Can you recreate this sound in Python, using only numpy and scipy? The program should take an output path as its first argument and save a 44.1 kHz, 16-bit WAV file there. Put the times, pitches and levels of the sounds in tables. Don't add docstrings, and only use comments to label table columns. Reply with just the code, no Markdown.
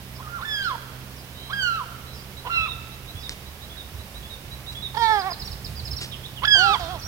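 import sys
import numpy as np
from scipy import signal
from scipy.fft import rfft, irfft
from scipy.io import wavfile
from scipy.ndimage import map_coordinates

SR = 44100
rng = np.random.default_rng(int(sys.argv[2]) if len(sys.argv) > 2 else 0)


def transcribe(signal):
    frames = np.atleast_2d(signal).T
    limited = np.clip(frames, -1, 1)
    pcm = np.round(limited * 32767).astype(np.int16)
    wavfile.write(sys.argv[1], SR, pcm)


N = 311787
TIME = np.arange(N) / SR


def undb(db):
    return 10 ** (np.asarray(db) / 20)


def unit(x):
    return x / np.sqrt(np.mean(x ** 2))


def at_hz(points, hz):
    f, value = np.transpose(points)
    return np.interp(np.log(np.maximum(hz, 1)), np.log(np.maximum(f, 1)), value)


def colour(x, points):
    size = x.shape[-1]
    gain = undb(at_hz(points, np.fft.rfftfreq(size, 1 / SR)))
    return irfft(rfft(x) * gain, size)


def walk(rate_hz, size=N):
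    knots = rng.standard_normal(int(size * rate_hz / SR) + 2)
    return map_coordinates(knots, [np.arange(size) * rate_hz / SR], order=3, mode="nearest")


def bump(t, centre_s, half_width_s):
    return np.exp(-((t - centre_s) / half_width_s) ** 2)


def add(track, start_s, sound):
    i = int(start_s * SR)
    track[i:i + len(sound)] += sound[:max(N - i, 0)]


def late(x, lag_s):
    return np.interp(TIME - lag_s, TIME, x)


# [frequency_hz, density_db]
AIR_COLOUR = [(120, -7), (200, -2.5), (223, -5.5), (258, -8.5), (399, -8), (1150, -11.5), (1400, -12.5),
              (1540, -12), (3070, -13), (3820, -15.5), (4330, -17), (5200, -17), (7480, -24.5),
              (15500, -21.5)]
# [frequency_hz, correlation from -1 to 1]
AIR_LIKENESS = [(300, 1), (640, 0.83), (1400, -0.03), (3100, -0.29), (6800, 0.18), (9500, 1)]


def air(level_db=-40.5):
    likeness = np.clip(at_hz(AIR_LIKENESS, np.fft.rfftfreq(N, 1 / SR)), -1, 1)
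    right, other = rfft(rng.standard_normal((2, N)))
    left = likeness * right + np.sqrt(1 - likeness ** 2) * other
    hiss = irfft(np.array([left, right]), N)
    return unit(colour(hiss, AIR_COLOUR)) * undb(level_db)


# [multiple of the base pitch, relative level_db]
ENGINE_ORDERS = [(1, -7.5), (2, -1.5), (3, -11), (4, -17)]
# [centre_s, half_width_s, depth_db]
LULLS = [(2.1, 0.38, -2.5), (3.8, .35, -17), (5.15, .12, -31)]
ENGINE_HZ, ENGINE_DB = 64.33, -42
HUM_FADE_DB_PER_S = -0.07


def engine(fading_db=1.5, drift=0.0027):
    phase = 2 * np.pi * np.cumsum(ENGINE_HZ * (1 + drift * walk(2.8))) / SR
    hum = np.zeros(N)
    for order, db in ENGINE_ORDERS:
        gain = undb(db + fading_db * walk(3.7))
        hum += gain * np.sin(round(order) * phase + rng.uniform(0, 2 * np.pi))
    lull_db = sum(depth_db * bump(TIME, s, width_s) for s, width_s, depth_db in LULLS)
    recede_db = HUM_FADE_DB_PER_S * (TIME - TIME.mean())
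    return np.sqrt(2) * hum * undb(ENGINE_DB + lull_db + recede_db)


# [frequency_hz, gain_db]
WIND_COLOUR = [(15, -33), (30, -22), (45, -5.5), (70, 2), (100, -4.5), (150, -10.5), (220, -26.5),
               (400, -29), (900, -42)]
# [peak_s, half_width_s, level_db before gain_db]
GUSTS = [(.6, 0.35, -47), (2.6, 0.027, -42), (3.16, 0.018, -34.5), (3.97, 0.037, -37.5), (4.21, 0.066, -38),
         (5.48, 0.062, -32.5), (5.69, 0.05, -32.5), (5.91, 0.067, -33.5), (6.78, 0.15, -37.5)]
BREEZE_START_DB, FRESHEN_DB_PER_S = -47, 1.16


def wind(gain_db=1):
    power = undb(BREEZE_START_DB + FRESHEN_DB_PER_S * TIME) ** 2
    for s, width_s, db in GUSTS:
        power = power + undb(db) ** 2 * bump(TIME, s, width_s)
    rumble = unit(colour(rng.standard_normal(N), WIND_COLOUR))
    return rumble * np.sqrt(power) * undb(gain_db)


# [frequency_hz, gain_db]
WOOD_COLOUR = [(300, -12), (1400, 3), (3000, 1), (5000, 2), (9000, 24)]


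def wood(x, t60_s, near_db, near_s, build_s=0.0012):
    t = TIME[:2 * SR]
    tail = np.exp(-np.log(1000) * t / t60_s)
    cluster = undb(near_db) * np.exp(-t / near_s)
    shape = (1 - np.exp(-t / build_s)) * (tail + cluster)
    response = rng.standard_normal((2, len(t))) * shape / np.sqrt(np.sum(shape ** 2))
    return signal.fftconvolve(x[None], colour(response, WOOD_COLOUR), axes=1)[:, :N]


# [frequency_hz, gain_db]
PORT_SHADE = [(300, 1), (650, -4.5), (2200, -4.5), (3300, -7), (5000, -3), (9000, -20)]
PORT_LAG_S = 0.00016


def from_right(x, shade_db):
    left = undb(shade_db) * colour(late(x, PORT_LAG_S), PORT_SHADE)
    return np.array([left, x])


# [start_s, decay_s, level_db before gain_db]
TICKS = [(3.2941, 0.00057, -15.5), (3.296, 0.024, -38), (3.317, 0.0066, -35.5), (4.723, 0.008, -37.5),
         (6.005, 0.025, -28), (6.04, 0.0073, -33), (6.849, .001, -30)]
# [frequency_hz, gain_db]
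TICK_COLOUR = [(250, -3), (1000, -8), (2500, -4.5), (3600, 1), (5300, -1.5), (6800, -9), (8800, -4.5),
               (10500, -24), (15000, -32)]


def ticks(gain_db=7.5):
    track, t = np.zeros(N), TIME[:SR // 10]
    for s, decay_s, db in TICKS:
        shape = 2 * (1 - np.exp(-2 * t / decay_s)) * np.exp(-t / decay_s)
        add(track, s, undb(db + gain_db) * shape * rng.standard_normal(len(t)))
    return colour(track, TICK_COLOUR)


def note(length_s, pitches_hz, db, buzz=0.018):
    u = np.linspace(0, 1, max(int(length_s * SR), 2))
    bend = np.polyfit(np.linspace(0, 1, len(pitches_hz)), pitches_hz, len(pitches_hz) - 1)
    hz = np.polyval(bend, u) * (1 + buzz * walk(584, len(u)))
    swell = np.sqrt(2 * np.abs(np.sin(np.pi * u)))
    return undb(db) * swell * np.sin(2 * np.pi * np.cumsum(hz) / SR)


# [after_main_note_s, length_s, start_hz, middle_hz, end_hz, level_db re phrase]
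PHRASE = [(-.155, 0.0417, 3766, 3940, 3950, -12), (0, 0.0514, 3550, 3900, 3935, -7),
          (0.085, .054, 3250, 3460, 3380, -4), (0.158, .06, 3800, 3760, 3466, -1.5)]
# [main_note_s, level_db]
PHRASES = [(2.52, -28.5), (3.067, -34), (3.608, -35.5), (4.139, -35), (4.663, -27)]
# [start_s, length_s, level_db]
SLURS = [(.152, 0.029, -44), (1.158, 0.062, -48), (2.124, 0.11, -46.5), (3.182, 0.085, -45.5)]
# [start_hz, middle_hz, end_hz]
SLUR_HZ = (5880, 4930, 5250)
# [start_s, hold_s, mid_hold_pitch_hz, hold_level_db, flick_level_db]
CHIPS = [(5.19, 0.02, 4950, -31, -33.5), (5.304, 0.021, 4980, -29, -30), (5.394, .02, 5050, -34.5, -30.5),
         (5.445, 0.026, 5540, -37.5, -32.5), (5.516, .008, 5200, -33.5, -37),
         (5.645, 0.01, 4980, -30.5, -32.5), (5.758, 0.033, 4880, -35, -33),
         (5.85, 0.02, 5130, -32.5, -33.5), (5.909, 0.018, 5270, -29, -33), (5.963, 0.014, 5470, -31, -31.5)]
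# [start_hz, end_hz]
FLICK_HZ = (5130, 3640)
FLICK_S = 0.016
# [start_s, length_s, start_hz, middle_hz, end_hz, level_db, buzz as share of pitch]
WHISTLES = [(0.615, .08, 3550, 4310, 3430, -36, 0.0061), (0.633, 0.054, 4950, 5250, 5090, -41, 0.013),
            (1.333, 0.22, 3700, 3950, 4090, -43.5, 0.028), (1.345, .18, 2960, 3150, 3070, -47, .015),
            (2.057, 0.1, 3870, 3980, 3930, -46.5, 0.023), (5.045, 0.025, 4075, 3700, 2900, -26, 0.098),
            (6.114, .04, 3690, 3300, 2890, -32, 0.053), (6.233, 0.0376, 3200, 3620, 3930, -34, 0.045),
            (6.362, 0.039, 3680, 3074, 2730, -34.5, 0.026),
            (6.986, 0.0196, 6170, 5870, 5470, -44.5, 0.0066), (7.007, 0.031, 5060, 4500, 4050, -40, 0.046),
            (7.022, 0.055, 5450, 5590, 5920, -37.5, 0.0086)]


def songbirds(gain_db=-0.5, droop=0.033):
    track = np.zeros(N)
    for s, db in PHRASES:
        for after_s, length_s, *pitches_hz, accent_db in PHRASE:
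            add(track, s + after_s, note(length_s, pitches_hz, db + accent_db, buzz=.004))
    for s, length_s, db in SLURS:
        add(track, s, note(length_s, SLUR_HZ, db, buzz=0.044))
    for s, hold_s, hz, db, flick_db in CHIPS:
        add(track, s, note(hold_s, [hz * (1 + droop), hz * (1 - droop)], db))
        add(track, s + hold_s, note(FLICK_S, FLICK_HZ, flick_db, buzz=.025))
    for s, length_s, *pitches_hz, db, buzz in WHISTLES:
        add(track, s, note(length_s, pitches_hz, db, buzz))
    return track * undb(gain_db)


def controls(table, fade_s=.007):
    s, *columns = np.transpose(table)
    t = np.arange(s[0] - fade_s, s[-1] + fade_s, 1 / SR)
    gate = np.clip(np.minimum(t - t[0], t[-1] - t) / fade_s, 0, 1)
    return t, gate, [np.interp(t, s, c) for c in columns]


def syrinx(hz, rough, jitter, doubling, shimmer=0.44, waver=0.0027):
    size = len(hz)
    rough = np.clip(rough, 0, 1)
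    scatter = jitter * rough ** 2 * walk(900, size)
    pitch = hz * (1 + waver * walk(139.6, size) + scatter)
    phase = 2 * np.pi * np.cumsum(pitch) / SR
    strength = 1 + rough * (doubling * np.cos(phase / 2) + shimmer * walk(700, size))
    return phase, strength


# [frequency_hz, gain_db]
MEW_BODY = [(300, -11.5), (450, -17.5), (680, 3.5), (950, 5.5), (1250, -7.5), (1800, -6.5), (2250, -11.5),
            (2800, -26), (4000, -36), (7000, -52)]
MEW_EDGE = [(1500, -21), (2700, -41), (3300, 4.5), (4600, -6.5), (5300, -8), (6200, -21), (7200, -31),
            (12000, -52)]
MEW_CREAK_S = 0.032


def mew(course, gain_db, open_db, nasal_db, fade_db, catch_s, hoarse):
    t, gate, (hz, db) = controls(course)
    age = t - t[0]
    edge_db = nasal_db - fade_db * age
    rough = hoarse + np.exp(-(age / catch_s) ** 4) + bump(t, t[-1], MEW_CREAK_S)
    phase, strength = syrinx(hz, rough, jitter=0.087, doubling=0.11, waver=0.0049)
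    voice = np.zeros(len(t))
    for k in range(1, 24):
        body = undb(at_hz(MEW_BODY, k * hz) + open_db * (k > 2))
        edge = undb(edge_db + at_hz(MEW_EDGE, k * hz))
        flutter = undb(3.5 * (k != 2) * walk(20, len(t)))
        voice += (body + edge) * flutter * np.sin(k * phase + rng.uniform(0, 2 * np.pi))
    track = np.zeros(N)
    add(track, t[0], np.sqrt(2) * voice * strength * gate * undb(db + gain_db))
    return track


# [time_s, pitch_hz, level_db before the voice's gain_db]
MEW_LONG = [(4.948, 447.0, -37.5), (4.966, 411, -36), (4.976, 459.5, -22), (4.984, 470.2, -32),
            (5.03, 460.7, -20), (5.08, 438.6, -23), (5.112, 439, -21), (5.188, 401, -25),
            (5.228, 358.6, -36.5), (5.276, 392.6, -25.5), (5.308, 342, -39), (5.322, 353, -34.5)]
MEW_RISING = [(6.55, 388, -35), (6.576, 342, -34.5), (6.61, 376, -27.5), (6.664, 404, -24.5),
              (6.706, 391, -23.5), (6.75, 432, -31), (6.76, 460, -29)]
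MEW_SOFT = [(6.8, 362.3, -31), (6.848, 326, -33), (6.878, 328.4, -36), (6.91, 377, -31.5),
            (6.94, 358, -34.5), (6.956, 325, -33), (6.985, 276, -46)]
# [gain_db, open_bill_db, nasal_edge_db, edge_fade_db_per_s, rough_start_s, hoarseness 0-1]
MEW_VOICES = [(0, -2, -8, 47, 0.0333, 0.06), (-0.5, -4.5, -9, 31, 0.049, 0.02),
              (-2, -8, -10, 18, 0.0095, 0.21)]


def mews():
    courses = (MEW_LONG, MEW_RISING, MEW_SOFT)
    return sum(mew(course, *voice) for course, voice in zip(courses, MEW_VOICES))


# [frequency_hz, gain_db]
CRY_TOP = [(2500, 34.5), (4000, 15.5), (5000, 2), (5800, -2.5), (6700, -17.5), (7600, -17), (9000, -49),
           (13000, -36)]
CRY_EFFORT = [(0, -12, -8, 0.83), (.3, -1.5, -2.5, 0.76), (.55, -0.5, 2, 0.39), (.72, -15, -8.5, 0.7),
              (.9, -3, -18, 0.55), (1, 1.5, -0.5, 0.017), (1.4, -5, -7, 0.13), (2.1, -1, 3, 0.006),
              (2.45, -0.5, 5.5, 0), (2.9, -2, 1.5, 0), (3.4, -0.5, -5, 0.0088), (3.7, -5.5, -12.5, .2),
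              (4, -8.5, -9, .5)]
# [frequency over the resonance, gain_db]
CRY_THROAT = [(.6, -7.5), (.79, -16), (.87, -7.5), (1, 0.5), (1.2, -19.5), (1.36, -10), (1.5, -13.5)]
CRY_BREAK = [(3, 0), (3.4, .36), (3.6, .78), (4, 0.99)]
CRY_REST_HZ = 981.3
ACCENT_S = 0.04


def cry(catch_s, hold_s, sag_s, break_s, top_hz, knee_hz, end_hz, rising, rise_bend, sag_bend,
        level_db, swell_db, catch_db, accent_db, break_db, bright_db, break_bright_db, throat_hz, hoarse):
    corners = np.cumsum(np.maximum([0, catch_s, hold_s, sag_s, break_s], 0))
    t, gate, (stage,) = controls(list(zip(corners, range(len(corners)))))

    rise = np.clip(stage / rising, 0, 1) ** rise_bend
    sag = 1 - (1 - np.clip(stage - 2, 0, 1)) ** sag_bend
    fall = np.interp(stage, *np.transpose(CRY_BREAK))
    hz = CRY_REST_HZ + (top_hz - CRY_REST_HZ) * rise
    hz = hz + (knee_hz - top_hz) * sag + (end_hz - knee_hz) * fall

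    steps, *effort = np.transpose(CRY_EFFORT)
    db, open_db, rough = (np.interp(stage, steps, column) for column in effort)
    catching = np.clip(2 * (1 - stage), 0, 1)
    breaking = np.minimum(2 * fall, 1)
    push_db = accent_db * bump(t, catch_s + hold_s, ACCENT_S)
    db = db + level_db + swell_db * (t - t.mean())
    db = db + catch_db * catching + push_db + break_db * breaking
    open_db = open_db + bright_db + push_db + break_bright_db * breaking

    def throat_db(k):
        return open_db + np.interp(k * hz / throat_hz, *np.transpose(CRY_THROAT)) + walk(34, len(t))

    second_db, third_db = throat_db(2), throat_db(3)
    phase, strength = syrinx(hz, rough + hoarse, jitter=0.0904, doubling=0.33)
    voice = np.sin(phase) + undb(second_db) * np.sin(2 * phase)
    for k in range(3, 8):
        rolloff_db = at_hz(CRY_TOP, k * hz) - at_hz(CRY_TOP, 3 * hz)
        voice += undb(third_db + rolloff_db) * np.sin(k * phase)
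    return np.sqrt(2) * voice * strength * gate * undb(db)


# [start_s, catch_s, hold_s, sag_s, break_s, top_hz, knee_hz, end_hz, share of the catch spent rising,
#  bend of the rise, bend of the sag (1 straight), level_db, swell_db_per_s, catch_db, accent_db, break_db,
#  overtones_db, break_overtones_db, throat_hz, hoarseness 0-1, nearness 0-1]
CRIES = [(0.188, 0.042, 0.0066, 0.036, .012, 1308, 1210, 1220, 0.87, 2.3, 1.4, -35, 35, 2, -4.5, 4, -19, 0, 3250, 0.46, 0),
         (0.283, 0.0096, 0.051, 0.028, 0.033, 1398, 1370, 1010, 1, 1.3, 1, -38, 118, -8, 6, -0.5, -22, 0, 3340, 0.47, 0),
         (0.407, 0.047, 0.031, 0.16, 0.11, 1754, 1529, 925, 1, 0.94, .85, -26.5, 27, 2, -0.5, 0.5, -3, 2.5, 3470, .1, 0),
         (1.495, 0.037, 0.048, 0.19, 0.069, 1628, 1325, 940, 0.98, 1.2, 1.64, -23, -5, -6.5, -2, -2, -1, -16, 3390, 0.01, 0),
         (2.449, .056, 0.00564, .145, .045, 1384, 1292, 945, 0.96, 4.5, 1.3, -25.5, 4, 1.5, -1.5, -10, 0.5, 11, 2717, 0.29, 0),
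         (6.424, .056, .043, .203, .045, 1675, 1270, 960, .53, 2, 1.23, -16, 7, -0.5, 3.5, -4, 1, 6.5, 3425, 0.0067, 1)]


def cries(lead_s=0.0064):
    far, near = np.zeros((2, N))
    for s, *shape, nearness in CRIES:
        add(near if nearness > .5 else far, s - lead_s, cry(*shape))
    return far, near


def scene():
    birds, tick = songbirds(), ticks()
    far, near_cry = cries()
    near = near_cry + mews()
    echoed = far + undb(-21) * late(far, lag_s=.034)
    direct = from_right(echoed, shade_db=2.5) + from_right(near, shade_db=-0.5)
    direct = direct + from_right(birds, shade_db=1.5)
    gull_scatter = wood(undb(-6.5) * far + undb(-13) * near, t60_s=1.01, near_db=15.5, near_s=0.0067)
    bird_scatter = wood(undb(-4.5) * birds, t60_s=1.0, near_db=12, near_s=0.016)
    close = np.array([undb(3) * tick, late(tick, PORT_LAG_S)])
    return air() + engine() + wind() + close + direct + gull_scatter + bird_scatter


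TOP_HZ = 15800


def record(dry, left_db=-6):
    sound = dry * undb([[left_db], [0]])
    steep_cut = signal.ellip(10, .1, 80, TOP_HZ, fs=SR, output="sos")
    return signal.sosfilt(steep_cut, sound)


dry = scene()
out = record(dry)
transcribe(out)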